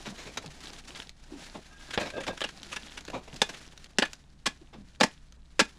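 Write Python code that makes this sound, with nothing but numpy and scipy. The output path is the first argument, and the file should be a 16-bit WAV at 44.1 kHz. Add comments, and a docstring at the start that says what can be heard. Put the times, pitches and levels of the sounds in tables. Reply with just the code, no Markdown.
"""Digging in an open pit

Two people work a bank of clay and rock, one microphone feeding both channels alike.
A hand pick pries and scrapes, clods and stone chips break off, crumbs trickle: banded, ringing grains.
Hammer blows bite the rock, some close together: a burst of fractures and a short swell at 230 Hz.
Rough walls scatter the tool sounds; behind lies a low outdoor rumble with a faint hum.
"""
import sys
import numpy as np
from scipy import signal
from scipy.fft import rfft, irfft
from scipy.io import wavfile

SR = 44100
rng = np.random.default_rng(int(sys.argv[2]) if len(sys.argv) > 2 else 0)


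def wav_out(sig):
    """Save sig, one row per channel (or a flat mono array), as 16-bit PCM at SR to the path in sys.argv[1]."""
    wavfile.write(sys.argv[1], SR, np.round(np.clip(np.atleast_2d(sig).T, -1, 1) * 32767).astype(np.int16))


N = 255188
TIME = np.arange(N) / SR

# Levels are those before the struck body's colour, the scatter and the microphone.
# heavy blows: t/s, rise/s, bite length/s, knock level/dB, crunch level/dB, grit level/dB,
# thud level/dB, ring f/Hz, ring level/dB
BLOWS = [(1.9757, 0.00038, 0.0066, -36, -27, -44, -56, 580, -25),
         (2.4161, 0.00015, .0075, -34.5, -37.5, -39.5, -50, 3190, -32.5),
         (2.4385, 0.00067, 0.017, -38, -37.5, -41, -41, 2830, -37),
         (3.4167, 0.00047, 0.0048, -23, -23.5, -22.5, -27, 3450, -21.5),
         (3.985, 0.00022, 0.0057, -24, -23.5, -23.5, -21, 2800, -30),
         (4.021, .002, 0.0081, -25.5, -23, -34.5, -34.5, 1830, -26),
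         (4.4568, 0.0075, 0.02, -35, -29.5, -30, -30, 3140, -38.5),
         (5, 0.0032, 0.0072, -35.5, -37.5, -37.5, -47, 4750, -36),
         (5.0094, 0.00024, 0.0069, -19, -20, -26, -18.5, 1750, -48),
         (5.0305, 0.0016, .013, -25, -25, -26.5, -23, 2000, -30),
         (5.593, 0.00041, 0.026, -25, -21, -25.5, -22.5, 1730, -35)]
# knock, crunch and grit of a blow: low f/Hz, high f/Hz
BLOW_BANDS = [(270, 820), (1050, 3450), (3500, 9560)]
# peaks and hollows of struck rock and tool: f/Hz, width/Hz, level/dB
STRUCK_BODY = [(444.5, 160, 0), (675, 62, -6), (882, 81, 0), (1060, 180, 5.5), (1345, 41, -1),
               (1704, 150, 5.5), (2070, 43, 2), (3650, 350, 0), (4820, 610, 2), (5310, 2200, 6.5),
               (6490, 1200, 1), (7800, 960, 4)]
# what tool and struck rock ring with: f/Hz, relative level/dB, t60/s
TOOL_MODES = [(906, -7.5, 0.045), (1054, -38, 0.059), (1640, -33.5, 0.049), (2295, -43, 0.13),
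              (2485, -15.5, .11), (3030, -50, .05), (3670, -41.5, .07), (5300, -46, .09), (5320, -32, .1),
              (7500, -27.5, .1)]

# pulls of the pick through packed clay, the first a light levering:
# t/s, length/s, wooden groan level/dB, steel singing level/dB
PULLS = [(1.691, 0.4, -94, -60), (1.992, 0.044, -36, -39.5), (2.123, 0.097, -38.5, -46.5),
         (2.281, 0.042, -39, -45.5)]
# resonances of the dragged pick, handle and head: f/Hz, relative level/dB, t60/s
PICK_WOOD = [(382, -14, 0.055), (557, 7, 0.09), (607, 5, 0.038)]
PICK_STEEL = [(1272, -1, 0.092), (1616, 3.5, 0.089), (2620, -3, 0.065), (2710, -12, 0.017),
              (3550, -2.5, 0.045)]
PULL_ATTACK_S, PULL_RELEASE_T60_S = 0.025, 0.087
SLIPS_PER_S, SLIP_DB = 160, 2  # the pick catches and slips as it is pulled
RASP_BAND_HZ, RASP_DB = [1150, 3200], -18  # bare grit against the groan of the handle

# steel scrapes over stone: t/s, length/s, level/dB
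SCRAPES = [(0.877, 0.01, -55), (0.952, 0.02, -49.5), (1.905, 0.008, -42), (1.931, 0.022, -38.5),
           (2.101, 0.0072, -43), (2.202, 0.014, -45), (2.231, 0.017, -45.5), (2.373, 0.0087, -44.5),
           (2.406, 0.0047, -37), (2.489, 0.0051, -43), (2.716, 0.029, -41), (2.761, 0.0083, -35.5),
           (2.865, .013, -53), (2.97, 0.015, -43), (3.536, .02, -48.5), (4.052, 0.0081, -40.5)]
# balance of a scrape, added to its level: knock, crunch, grit [level/dB]
SCRAPE_COLOUR_DB = [-7.5, 1.5, 0]
# the steel edge sings as it scrapes: f/Hz, level against the scrape/dB, t60/s
EDGE_MODES = [(3300, -9.5, 0.0039), (9200, -16, .006), (10100, -17, .006)]
# clods and stone chips break off or land:
# t/s, length/s, knock level/dB, dullness/dB lost from each band to the next (negative is bright)
CLODS_AND_CHIPS = [(0.054, 0.029, -42.5, 1), (0.167, 0.073, -50.5, -1), (0.263, 0.028, -46, 2.5),
                   (0.371, .009, -36, -2), (0.439, 0.015, -46, 14), (0.693, 0.0095, -50.5, 1),
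                   (1.544, 0.023, -40, 10), (1.994, 0.035, -34.5, 2.5), (2.05, 0.037, -41, 2.5),
                   (2.175, 0.011, -33, 11), (2.266, .008, -38, 0.5), (2.275, 0.014, -31.5, 3),
                   (3.079, 0.0076, -39, 4), (3.1, 0.0041, -40.5, 1.5), (3.129, 0.037, -33.5, 8.5),
                   (3.275, 0.011, -46, 5), (3.359, .01, -61, -9.5), (3.49, .01, -41, -1),
                   (4.727, 0.028, -49, 5.5)]
# pebbles tick against rock: t/s, level/dB
PEBBLES = [(0.461, -44), (.605, -50), (.733, -45.5), (1.093, -44.5), (2.631, -42.5), (3.008, -48),
           (3.051, -46), (3.342, -48.5), (3.776, -48), (3.843, -47), (4.132, -39.5), (5.323, -54.5)]
PEBBLE_S, PEBBLE_COLOUR_DB = 0.0017, [-10.5, -3, 5]  # contact length; knock, crunch, grit
# knock, crunch and grit of small pieces: low f/Hz, high f/Hz
CRUMBLE_BANDS = [(200, 1005), (950, 2700), (3400, 9700)]
# how each kind of contact swells and dies: (rise in lengths, t60 in lengths, before a fixed tail)
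SCRAPE_SHAPE, CLOD_SHAPE, PEBBLE_SHAPE = (0.28, 2.2), (0.23, 3.55), (0.09, 7.5)

# soft hollow bumps: t/s, length/s, start f/Hz, level/dB before the flutter
BUMPS = [(.069, 0.042, 233, -40.5), (.26, 0.031, 165, -48), (.45, 0.043, 177, -44), (1.315, .06, 325, -39),
         (2.835, 0.025, 249, -46.5), (3.327, 0.018, 185, -36.5), (4.611, 0.022, 370, -51.5),
         (4.745, .11, 228, -46.5)]
BUMP_SAG, BUMP_ROUGHNESS = 0.2, 0.88  # share of pitch lost over a bump's length; flutter depth

# uneven flow of dirt down the bank: t/s, level/dB
FLOW = [(0, -52), (0.22, -53.5), (0.5, -57), (0.68, -51), (0.82, -58), (0.98, -49), (1.09, -59.5),
        (1.125, -71), (1.22, -64), (1.43, -52.5), (1.68, -61), (1.85, -57), (2.07, -54), (2.16, -59),
        (2.5, -57), (2.85, -54.5), (3.28, -60), (3.58, -52.5), (3.76, -63.5), (4.1, -64.5), (4.3, -70.5),
        (4.75, -66.5), (5.4, -74.5), (5.79, -62.5)]
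# spectra of sliding sand and tumbling crumbs: f/Hz, relative level/dB
SAND = [(700, -10.5), (1500, -1), (3500, -2), (5500, -2.5), (7800, -3), (8800, -6), (10000, -5),
        (11500, -13.5), (15000, -23)]
ROLLING = [(100, -2.5), (170, 9.5), (300, 9), (500, 0.5), (800, 7), (1500, -15), (3000, -31.5)]
SAND_DB, ROLLING_DB, GRAVEL_DB = 2.5, -1.5, -6.5  # sand, crumbs against flow; gravel against sand
# blows shake sand and crumbs loose, falling pieces and bumps shed crumbs:
# (dB against the event, rise s, t60 s)
SAND_AFTER_BLOW, CRUMBS_AFTER_BLOW = (-23.5, 0.03, 0.42), (-23.5, 0.02, 0.26)
CRUMBS_AFTER_FALL = (-7, 0.021, 0.34)

# what the rough walls of the pit throw back
SCATTER_DB, SCATTER_RISE_S, SCATTER_T60_S = -15, 0.005, 0.15
# spectrum of the outdoor rumble: f/Hz, relative level/dB
AIR = [(15, -3), (28, 5), (45, -13), (85, -12), (120, -19), (155, -12.5), (220, -15.5), (400, -31),
       (1000, -32.5), (5000, -53.5), (9000, -37.5), (12000, -69.5), (15000, -75)]
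# colour of the microphone in its housing: f/Hz, width/Hz, level/dB
MICROPHONE = [(524, 33, 0), (805, 210, -3.5), (1660, 470, 2), (2060, 62, -2), (3900, 660, 1.5),
              (8420, 910, -4.5), (9300, 200, 4)]
CUTOFF_HZ = 15300


def blows():
    """The point crushes rock, the stone rings briefly, and the bank thuds as it stops the tool."""
    out = np.zeros(N)
    for s, rise_s, length, knock_db, crunch_db, grit_db, thud_db, ring_hz, ring_db in BLOWS:
        cracks = bite(length, rise_s, t60=0.045, chatter_db=12.0)
        # the faster the rise, the harder the opening crack of a square hit
        cracks[round(0.0003 * SR)] -= 5.7 * np.exp(-rise_s / 0.00022)
        sound = in_bands(cracks, BLOW_BANDS, [knock_db, crunch_db, grit_db], length)
        dust = at_level(butter(cracks, 10500, "high"), grit_db - 21.5, length)
        stone = at_level(ring(cracks, ring_hz, t60=0.0098), ring_db, length)
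        since_stop = np.arange(len(sound)) / SR - length
        swell = 2 / (np.exp(-since_stop / 0.0016) + np.exp(since_stop / 0.0036))
        thud = from_db(thud_db) * swell * np.sin(2 * np.pi * 230 * since_stop)
        weight = at_level(butter(cracks, [120, 380], "band"), thud_db - 13, length)
        add(out, s, sound + dust + stone + thud + weight)
    return resonances(out, STRUCK_BODY)


def tool_ringing(strikes):
    """The blows set the modes of tool and struck rock ringing."""
    return sum(from_db(db - 31.5) * ring(strikes, hz, t60) for hz, db, t60 in TOOL_MODES)


def drag():
    """Grit rasps along the pulled pick and keeps handle and steel head sounding, in fits and starts."""
    rasp = grains(N, per_s=500, spread_db=3.0)
    wood = rms_one(sum(from_db(db) * ring(rasp, hz, t60) for hz, db, t60 in PICK_WOOD))
    steel = rms_one(sum(from_db(db) * ring(rasp, hz, t60) for hz, db, t60 in PICK_STEEL))
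    grinding = wood + from_db(RASP_DB) * rms_one(butter(rasp, RASP_BAND_HZ, "band"))
    out = np.zeros(N)
    for s, length, wood_db, steel_db in PULLS:
        attack = np.clip((TIME - s) / PULL_ATTACK_S, 0, 1)
        release = from_db(-60 * np.clip((TIME - s - length) / PULL_RELEASE_T60_S, 0, 2))
        out += attack * release * (from_db(wood_db) * grinding + from_db(steel_db) * steel)
    return out * from_db(SLIP_DB * drift(per_s=SLIPS_PER_S))


def crumbles():
    """Scrapes crunch and sound the steel edge, clods and chips knock dull to bright, pebbles tick."""
    out = np.zeros(N)
    for s, length, db in SCRAPES:
        sound = crumble(length, db + np.array(SCRAPE_COLOUR_DB), SCRAPE_SHAPE)
        edge = 0
        for hz, mode_db, t60 in EDGE_MODES:
            singing = ring(butter(sound, 0.8 * hz, "high"), hz, t60)
            edge = edge + at_level(singing, db + mode_db, length)
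        add(out, s, sound + edge)
    for s, length, db, dullness_db in CLODS_AND_CHIPS:
        levels_db = db - dullness_db * np.arange(len(CRUMBLE_BANDS))
        add(out, s, crumble(length, levels_db, CLOD_SHAPE))
    for s, db in PEBBLES:
        add(out, s, crumble(PEBBLE_S, db + np.array(PEBBLE_COLOUR_DB), PEBBLE_SHAPE))
    return out


def bumps():
    """Short, rough low tones that sink in pitch."""
    out = np.zeros(N)
    for s, length, hz, db in BUMPS:
        t = np.arange(SR // 4) / SR
        pitch_hz = np.interp(t, [0, length], [hz, hz * (1 - BUMP_SAG)])
        phase = 2 * np.pi * np.cumsum(pitch_hz) / SR
        age = t / (0.33 * length)
        add(out, s, from_db(db) * age * np.exp(1 - age) * np.sin(phase))
    return out * (1 + BUMP_ROUGHNESS * drift(per_s=240))


def trickle():
    """Sand and crumbs slide unevenly, more after blows and falls; bits of gravel tick among them."""
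    flow_db = np.interp(TIME, *np.transpose(FLOW))
    surges = drift(per_s=110)
    struck = [(s, crunch_db) for s, _, _, _, crunch_db, *_ in BLOWS]
    fallen = [(s, db) for s, _, db, _ in CLODS_AND_CHIPS] + [(s, db) for s, _, _, db in BUMPS]
    # loose dirt adds to the flow as power
    sliding = np.sqrt(from_db(flow_db + SAND_DB) ** 2 + spill(struck, SAND_AFTER_BLOW))
    loose_crumbs = spill(struck, CRUMBS_AFTER_BLOW) + spill(fallen, CRUMBS_AFTER_FALL)
    tumbling = np.sqrt(from_db(flow_db + ROLLING_DB) ** 2 + loose_crumbs)

    sand = coloured(grains(N, per_s=12000, spread_db=3.5), SAND) * from_db(3.23 * drift(per_s=75))
    rolling = coloured(grains(N, per_s=1600, spread_db=1.0), ROLLING) * from_db(3.8 * surges)
    gravel_hz = np.geomspace(2900, 6400, 12)
    ticks = sum(ring(grains(N, per_s=34, spread_db=8.5), hz, t60=12 / hz) for hz in gravel_hz)
    ticks = rms_one(butter(ticks, 5800, "low", order=4)) * from_db(GRAVEL_DB + 2.2 * surges)
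    return sliding * (sand + ticks) + tumbling * rolling


def pit(x):
    """A thin, short scatter from the rough walls around: a decaying burst of noise as echo."""
    t = TIME[:SR // 2]
    envelope = (1 - np.exp(-t / SCATTER_RISE_S)) * from_db(-60 * t / SCATTER_T60_S)
    scatter = rng.standard_normal(len(t)) * envelope
    scatter = butter(scatter / np.sqrt(np.sum(scatter ** 2)), [200, 9000], "band", order=1)
    return x + from_db(SCATTER_DB) * signal.fftconvolve(x, scatter)[:N]


def background():
    """Low outdoor rumble of shaped noise with a faint wavering hum of two tones."""
    hum = from_db(-57.5) * np.sin(2 * np.pi * 59.8 * TIME) * from_db(2.2 * drift(per_s=5))
    upper_hum = from_db(-66.0) * np.sin(2 * np.pi * 140.0 * TIME) * from_db(2 * drift(per_s=3.2))
    return from_db(-55) * coloured(rng.standard_normal(N), AIR) + hum + upper_hum


def bite(length, rise_s, t60, chatter_db):
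    """Fractures follow densely while something bites, in stick-slip surges, then die out."""
    t = np.arange(SR // 6) / SR
    envelope = (1 - np.exp(-t / rise_s)) * from_db(-60 * np.maximum(t - length / 2, 0) / t60)
    slips = from_db(-chatter_db * (t * 242 % 1))  # 242 slips per second
    return grains(len(t), per_s=8300, spread_db=3.0) * envelope * slips


def crumble(length, levels_db, shape):
    """A short contact opens with a tick, a long one swells; each has its own resonances and weight."""
    rise, tail = shape
    own_hz = np.exp(rng.uniform(np.log([1200, 2400, 4200]), np.log([2400, 4200, 7000])))
    cracks = bite(length, rise_s=rise * length, t60=0.017 + tail * length, chatter_db=2.0)
    cracks[round(0.0006 * SR)] += 9.2 * np.exp(-length / 0.0046)
    cracks = resonances(cracks, [(hz, hz / 11, 7.0) for hz in own_hz])
    weight = at_level(butter(cracks, [95, 175], "band"), levels_db[0] - 12.5, length)
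    dust = at_level(butter(cracks, [8600, 11500], "band"), levels_db[2] - 12.5, length)
    return in_bands(cracks, CRUMBLE_BANDS, levels_db, length) + weight + dust


def spill(starts, rule):
    """Power of the loose dirt that events (s, dB) set going: it gathers, then runs out."""
    share_db, rise_s, t60 = rule
    power = np.zeros(N)
    t = TIME[:SR]
    for s, db in starts:
        amount = from_db(db + share_db - 60 * t / t60) * (1 - np.exp(-t / rise_s))
        add(power, s, amount ** 2)
    return power


def grains(n, per_s, spread_db):
    """Tiny fractures at random moments, many weak and a few strong."""
    sizes = from_db(spread_db * np.minimum(rng.exponential(1, n), 4))
    return (rng.random(n) < per_s / SR) * sizes * rng.choice([-1, 1], n)


def in_bands(cracks, bands_hz, levels_db, length):
    """Fractures heard in several bands, each at its own level."""
    return sum(at_level(butter(cracks, edges, "band", order=3), db, length)
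               for edges, db in zip(bands_hz, levels_db))


def at_level(burst, db, length):
    """Scale a burst to the energy of this rms level held for its length and 1.5 ms more."""
    return from_db(db) * burst * np.sqrt((length + 0.0015) * SR / (np.sum(burst ** 2) + 1e-20))


def ring(x, hz, t60):
    """A unit click sets a decaying sine of height 1 ringing."""
    r, w = from_db(-60 / (t60 * SR)), 2 * np.pi * hz / SR
    return signal.lfilter([0, np.sin(w)], [1, -2 * r * np.cos(w), r * r], x + 1e-18)


def resonances(x, peaks):
    """A chain of peaks and dips."""
    for hz, width_hz, db in peaks:
        w, gain = 2 * np.pi * hz / SR, from_db(db / 2)
        k = np.sin(w) * width_hz / (2 * hz)
        zeros = [1 + k * gain, -2 * np.cos(w), 1 - k * gain]
        poles = [1 + k / gain, -2 * np.cos(w), 1 - k / gain]
        x = signal.lfilter(zeros, poles, x + 1e-18)
    return x


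def coloured(x, spectrum):
    """Give a steady sound a spectrum; rms 1."""
    hz, db = np.transpose(spectrum)
    log_hz = np.log(np.maximum(np.fft.rfftfreq(N, 1 / SR), 1))
    return rms_one(irfft(rfft(x) * from_db(np.interp(log_hz, np.log(hz), db)), N))


def drift(per_s):
    """Random values joined by straight lines."""
    return np.interp(TIME * per_s, np.arange(4000), rng.standard_normal(4000))


def butter(x, hz, kind, order=2):
    """Pass one part of the spectrum."""
    return signal.sosfilt(signal.butter(order, hz, kind, fs=SR, output="sos"), x)


def from_db(db):
    """Amplitude factor of a level in dB."""
    return 10 ** (np.asarray(db) / 20)


def rms_one(x):
    """Scale a sound to rms 1."""
    return x / np.sqrt(np.mean(x ** 2) + 1e-20)


def add(track, s, sound):
    """Mix a sound into a track at time s."""
    start = max(round(s * SR), 0)
    track[start:start + len(sound)] += sound[:max(N - start, 0)]


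def scene():
    """Tools and falling pieces within the pit walls, then the trickle and the outdoors."""
    strikes = blows()
    digging = strikes + tool_ringing(strikes) + crumbles() + drag() + bumps()
    mono = pit(digging) + trickle() + background()
    return np.array([mono, mono])


def record(dry):
    """The microphone colours the sound and dulls the treble; the top is cut steeply."""
    heard = resonances(dry, MICROPHONE + [(12240, 14700, -10.5)])
    return signal.sosfilt(signal.ellip(10, 0.1, 90, CUTOFF_HZ, fs=SR, output="sos"), heard)


dry = scene()
out = record(dry)
wav_out(out)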